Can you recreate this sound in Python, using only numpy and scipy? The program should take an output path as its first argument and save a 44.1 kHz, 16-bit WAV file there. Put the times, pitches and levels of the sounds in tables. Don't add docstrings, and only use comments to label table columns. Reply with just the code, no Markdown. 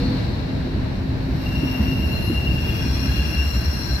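import sys
import numpy as np
from scipy import signal
from scipy.fft import rfft, irfft
from scipy.io import wavfile

SR = 44100
rng = np.random.default_rng(int(sys.argv[2]) if len(sys.argv) > 2 else 0)


def wav_out(sig):
    wavfile.write(sys.argv[1], SR, np.round(np.clip(np.atleast_2d(sig).T, -1, 1) * 32767).astype(np.int16))


N = 4 * SR


def undb(db):
    return 10 ** (np.asarray(db) / 20)


def unit(x):
    return x / np.sqrt(np.mean(np.abs(x) ** 2))


def swell(curve):
    return undb(np.interp(np.arange(N) / SR, *np.array(curve).T))


def drift(rate_hz):
    f = np.fft.rfftfreq(N, 1 / SR)
    return unit(irfft(rfft(rng.standard_normal(N)) * (f > 0) / (1 + (f / rate_hz) ** 4), N))


def pan(db):
    return unit(undb(np.array([[db], [-db]]) / 2))


def noise(spectrum, likeness=0):
    a, b = rfft(rng.standard_normal((2, N)))
    mid, side = a * np.sqrt(1 + likeness), b * np.sqrt(1 - likeness)
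    return unit(np.fft.ifft(np.array([mid + side, mid - side]) * spectrum, N)) * np.sqrt(2)


def resonances(modes):
    f = np.fft.rfftfreq(N, 1 / SR) + 1
    powers = (undb(db) ** 2 / width / (1 + ((f - hz * hz / f) / width) ** 2) ** 2
              for hz, width, db in modes)
    return np.sqrt(sum(powers))


def rush(colour, curve, likeness, pan_db, flicker_db, rate_hz):
    hz, db = np.array(colour).T
    spectrum = undb(np.interp(np.log(np.fft.rfftfreq(N, 1 / SR) + 1), np.log(hz), db))
    return noise(spectrum, likeness).real * swell(curve) * pan(pan_db) * undb(flicker_db * drift(rate_hz))


def sing(modes, curve, steady, pan_db, flutter_db):
    ring = noise(resonances(modes))
    evened = unit(ring.real / np.abs(ring) ** steady)
    return evened * swell(curve) * pan(pan_db) * undb(flutter_db)


def tone(hz, curve, waver, flicker_db):
    phase = 2 * np.pi * np.cumsum(hz * (1 + waver * drift(9))) / SR
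    return np.sqrt(2) * np.sin(phase) * swell(curve) * undb(flicker_db * drift(19.5))


def rolling():
    # f/Hz, relative level/dB
    rumble = [(20, -28), (30, -12), (42, -6), (60, 1.5), (95, -2.5), (130, -0.5), (165, -5.5), (210, -6),
              (260, -11), (320, -11.5), (450, -24), (700, -34), (1400, -71.5)]
    roar = [(150, -13), (315, 4.5), (400, 0.5), (490, -1.5), (570, 0), (630, 2), (730, -3.5), (900, -3),
            (1250, -10.5), (1650, -7.5), (2100, -10), (2700, -13), (3300, -18), (6000, -30.5),
            (12000, -48.5)]
    hiss = [(2000, -17), (3300, -13), (3900, 3), (4350, 1), (4900, -7.5), (5600, -10.5), (6400, -25),
            (8000, -25), (10000, -30.5), (12500, -23), (15500, -37)]
    # t/s, level/dB
    rumble_db = [(0, -22), (.7, -23), (1.5, -23.5), (1.85, -23), (2.2, -22), (3, -23), (3.4, -25.5),
                 (4, -25.5)]
    roar_db = [(0, -32), (.6, -34.5), (1.1, -35.5), (1.8, -32.5), (2.5, -35), (3.1, -37), (4, -39)]
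    hiss_db = [(0, -38), (.2, -39), (.5, -44.5), (1.25, -46.5), (1.5, -44), (2.5, -46), (4, -50)]
    return (rush(rumble, rumble_db, likeness=.9, pan_db=.5, flicker_db=1.3, rate_hz=8.2)
            + rush(roar, roar_db, likeness=-.022, pan_db=.7, flicker_db=.5, rate_hz=4.7)
            + rush(hiss, hiss_db, likeness=.042, pan_db=6.5, flicker_db=.5, rate_hz=9.9))


def motor():
    # t/s, level/dB
    hum_db = [(0, -26.5), (.12, -25.5), (.25, -41), (.42, -32), (.9, -36), (1.2, -32.5), (1.5, -35),
              (1.7, -27), (1.95, -28), (2.15, -51), (2.7, -43.5), (3.05, -30), (3.25, -50), (4, -60)]
    whine_db = [(0, -33.5), (.15, -39.5), (.3, -45), (.7, -54), (4, -87)]
    return (tone(hz=261.5, curve=hum_db, waver=.0086, flicker_db=2)
            + tone(hz=484, curve=whine_db, waver=.0194, flicker_db=3))


def leaving_wheels():
    # f/Hz, width/Hz, relative level/dB
    modes = [(4322, 31, 0), (4440, 79, -8)]
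    # t/s, level/dB
    ring_db = [(0, -46), (.1, -41), (.3, -54), (.5, -64), (4, -80)]
    return sing(modes, ring_db, steady=.2, pan_db=0, flutter_db=.92 * drift(14))


def knocks():
    # t/s, level/dB, f/Hz
    hits = [(.66, -26.5, 335), (.725, -30, 335), (1.624, -18, 260), (1.794, -14.5, 172),
            (1.914, -17.5, 122), (2.292, -20.5, 295)]
    rise_s, decay_s, width_share = .012, .016, .37
    t, total = np.arange(N) / SR, 0
    for at, db, hz in hits:
        band = noise(resonances([(hz, hz * width_share, 0)]), likeness=.83)
        evened = unit(band.real / np.abs(band) ** .5)
        rise = np.clip((t - at) / rise_s, 0, 1)
        decay = np.exp(-np.maximum(t - at - rise_s, 0) / decay_s)
        total += evened * rise * decay * undb(db)
    return total


def flanges():
    # f/Hz, relative level/dB
    scrape = [(2000, 1), (3500, -9.5), (4700, -1.5), (5400, -1.5), (6300, -13), (7700, -21), (8500, -13.5),
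              (9200, -20), (12000, -12), (16000, -33)]
    # f/Hz, width/Hz, relative level/dB
    squeal = [(2774.3, 45, -4), (2689, 35, -14)]
    octave = [(5552, 52, -4.5), (5498, 38, -9.5), (5653, 35, -12), (4650, 43, -19.5)]
    shriek = [(4173, 146, 5), (6970, 190, -17)]
    rub = [(2472, 93, 2), (3330, 120, -1), (3425, 60, -6)]
    grind = [(1668, 92, 4), (1562, 61, 1)]
    top_ring = [(11102, 35, -5), (11440, 55, 4), (11200, 120, 7)]
    whistle = [(12760, 60, -7), (12900, 50, -5), (13030, 170, 0)]
    # t/s, level/dB
    scrape_db = [(0, -78), (1.3, -55), (1.45, -44.5), (2.4, -43), (2.95, -36), (3.4, -37), (4, -37)]
    squeal_db = [(0, -51.5), (1.36, -63), (1.44, -41), (1.55, -34), (1.85, -34.5), (2.17, -33), (2.33, -34),
                 (2.5, -31), (2.82, -33), (2.92, -41), (3.2, -33.5), (3.45, -31), (3.58, -39), (4, -47.5)]
    octave_db = [(0, -78), (1.3, -62), (1.47, -48), (1.8, -44), (2.3, -51), (2.65, -47), (3, -35.5),
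                 (3.3, -43.5), (3.6, -36), (3.85, -34), (4, -43)]
    shriek_db = [(0, -63), (2, -55), (2.16, -35.5), (2.5, -50.5), (2.85, -46), (3, -38.5), (3.3, -42),
                 (3.6, -38.5), (3.8, -42), (3.95, -31.5), (4, -39)]
    rub_db = [(0, -77), (2.45, -58), (2.7, -42), (3.2, -41.5), (3.55, -50), (4, -50)]
    grind_db = [(0, -56), (2.45, -53), (2.75, -47), (3.15, -41.5), (3.5, -44.5), (3.85, -45), (4, -37.5)]
    top_ring_db = [(0, -88), (1.9, -66), (2.33, -46), (2.45, -64), (2.7, -66), (3.1, -59), (3.7, -60),
                   (4, -63)]
    whistle_db = [(0, -90), (1.25, -85), (1.45, -60), (1.75, -50.5), (2.1, -54), (2.6, -60), (2.71, -48),
                  (2.88, -68), (3.2, -57), (3.6, -69), (4, -68)]
    grip = drift(45)
    return (rush(scrape, scrape_db, likeness=0, pan_db=2.5, flicker_db=1.1, rate_hz=40)
            + sing(squeal, squeal_db, steady=.28, pan_db=5.5, flutter_db=1.8 * grip)
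            + sing(octave, octave_db, steady=.19, pan_db=9.5, flutter_db=1.5 * drift(5.3))
            + sing(shriek, shriek_db, steady=.067, pan_db=12, flutter_db=.59 * drift(10))
            + sing(rub, rub_db, steady=.2, pan_db=7, flutter_db=.91 * grip)
            + sing(grind, grind_db, steady=.1, pan_db=-3, flutter_db=2.1 * drift(15))
            + sing(top_ring, top_ring_db, steady=.1, pan_db=8, flutter_db=3.4 * drift(11))
            + sing(whistle, whistle_db, steady=.1, pan_db=11, flutter_db=2.5 * drift(12)))


def sizzle():
    # f/Hz, width/Hz, relative level/dB
    modes = [(7060, 140, -7.5), (7480, 250, -4.5), (8430, 300, -6.5), (9900, 130, -14), (10060, 230, -2),
             (11180, 160, -6), (11610, 260, 1), (12600, 450, 3), (13100, 240, 1), (13800, 380, 0.5),
             (14530, 260, 2), (15300, 400, -4), (15690, 90, -17)]
    # t/s, level/dB
    sizzle_db = [(0, -97), (1.25, -64), (1.45, -56), (2.1, -51.5), (2.5, -52), (3.25, -48), (4, -49)]
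    wander_db, flicker_db = 2.8, 1.1
    ring = sum(noise(resonances([(hz, width, 0)])).real * undb(db + wander_db * drift(4))
               for hz, width, db in modes)
    return unit(ring) * swell(sizzle_db) * pan(db=2.5) * undb(flicker_db * drift(35))


def body_boom():
    # t/s, level/dB
    throbs = [(1.829, -19), (2.067, -18), (2.261, -26), (2.39, -18.5), (2.492, -23.5), (2.65, -22),
              (2.9, -16.5), (3.0, -18.5), (3.11, -17.5), (3.205, -16), (3.29, -21.5), (3.395, -16.5),
              (3.475, -18.5), (3.576, -16.5), (3.684, -17.5), (3.938, -18.5)]
    t, throb_s = np.arange(N) / SR, .022
    hz = 66.43 + 4.2 * drift(6.2)
    loudness = sum(undb(db) * np.exp(-.5 * ((t - at) / throb_s) ** 2) for at, db in throbs)
    return np.sqrt(2) * np.sin(2 * np.pi * np.cumsum(hz) / SR) * loudness


def scene():
    return rolling() + motor() + leaving_wheels() + knocks() + flanges() + sizzle() + body_boom()


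def record(dry):
    top_hz = 15800
    return signal.sosfilt(signal.ellip(10, .2, 80, top_hz, fs=SR, output="sos"), dry)


dry = scene()
out = record(dry)
wav_out(out)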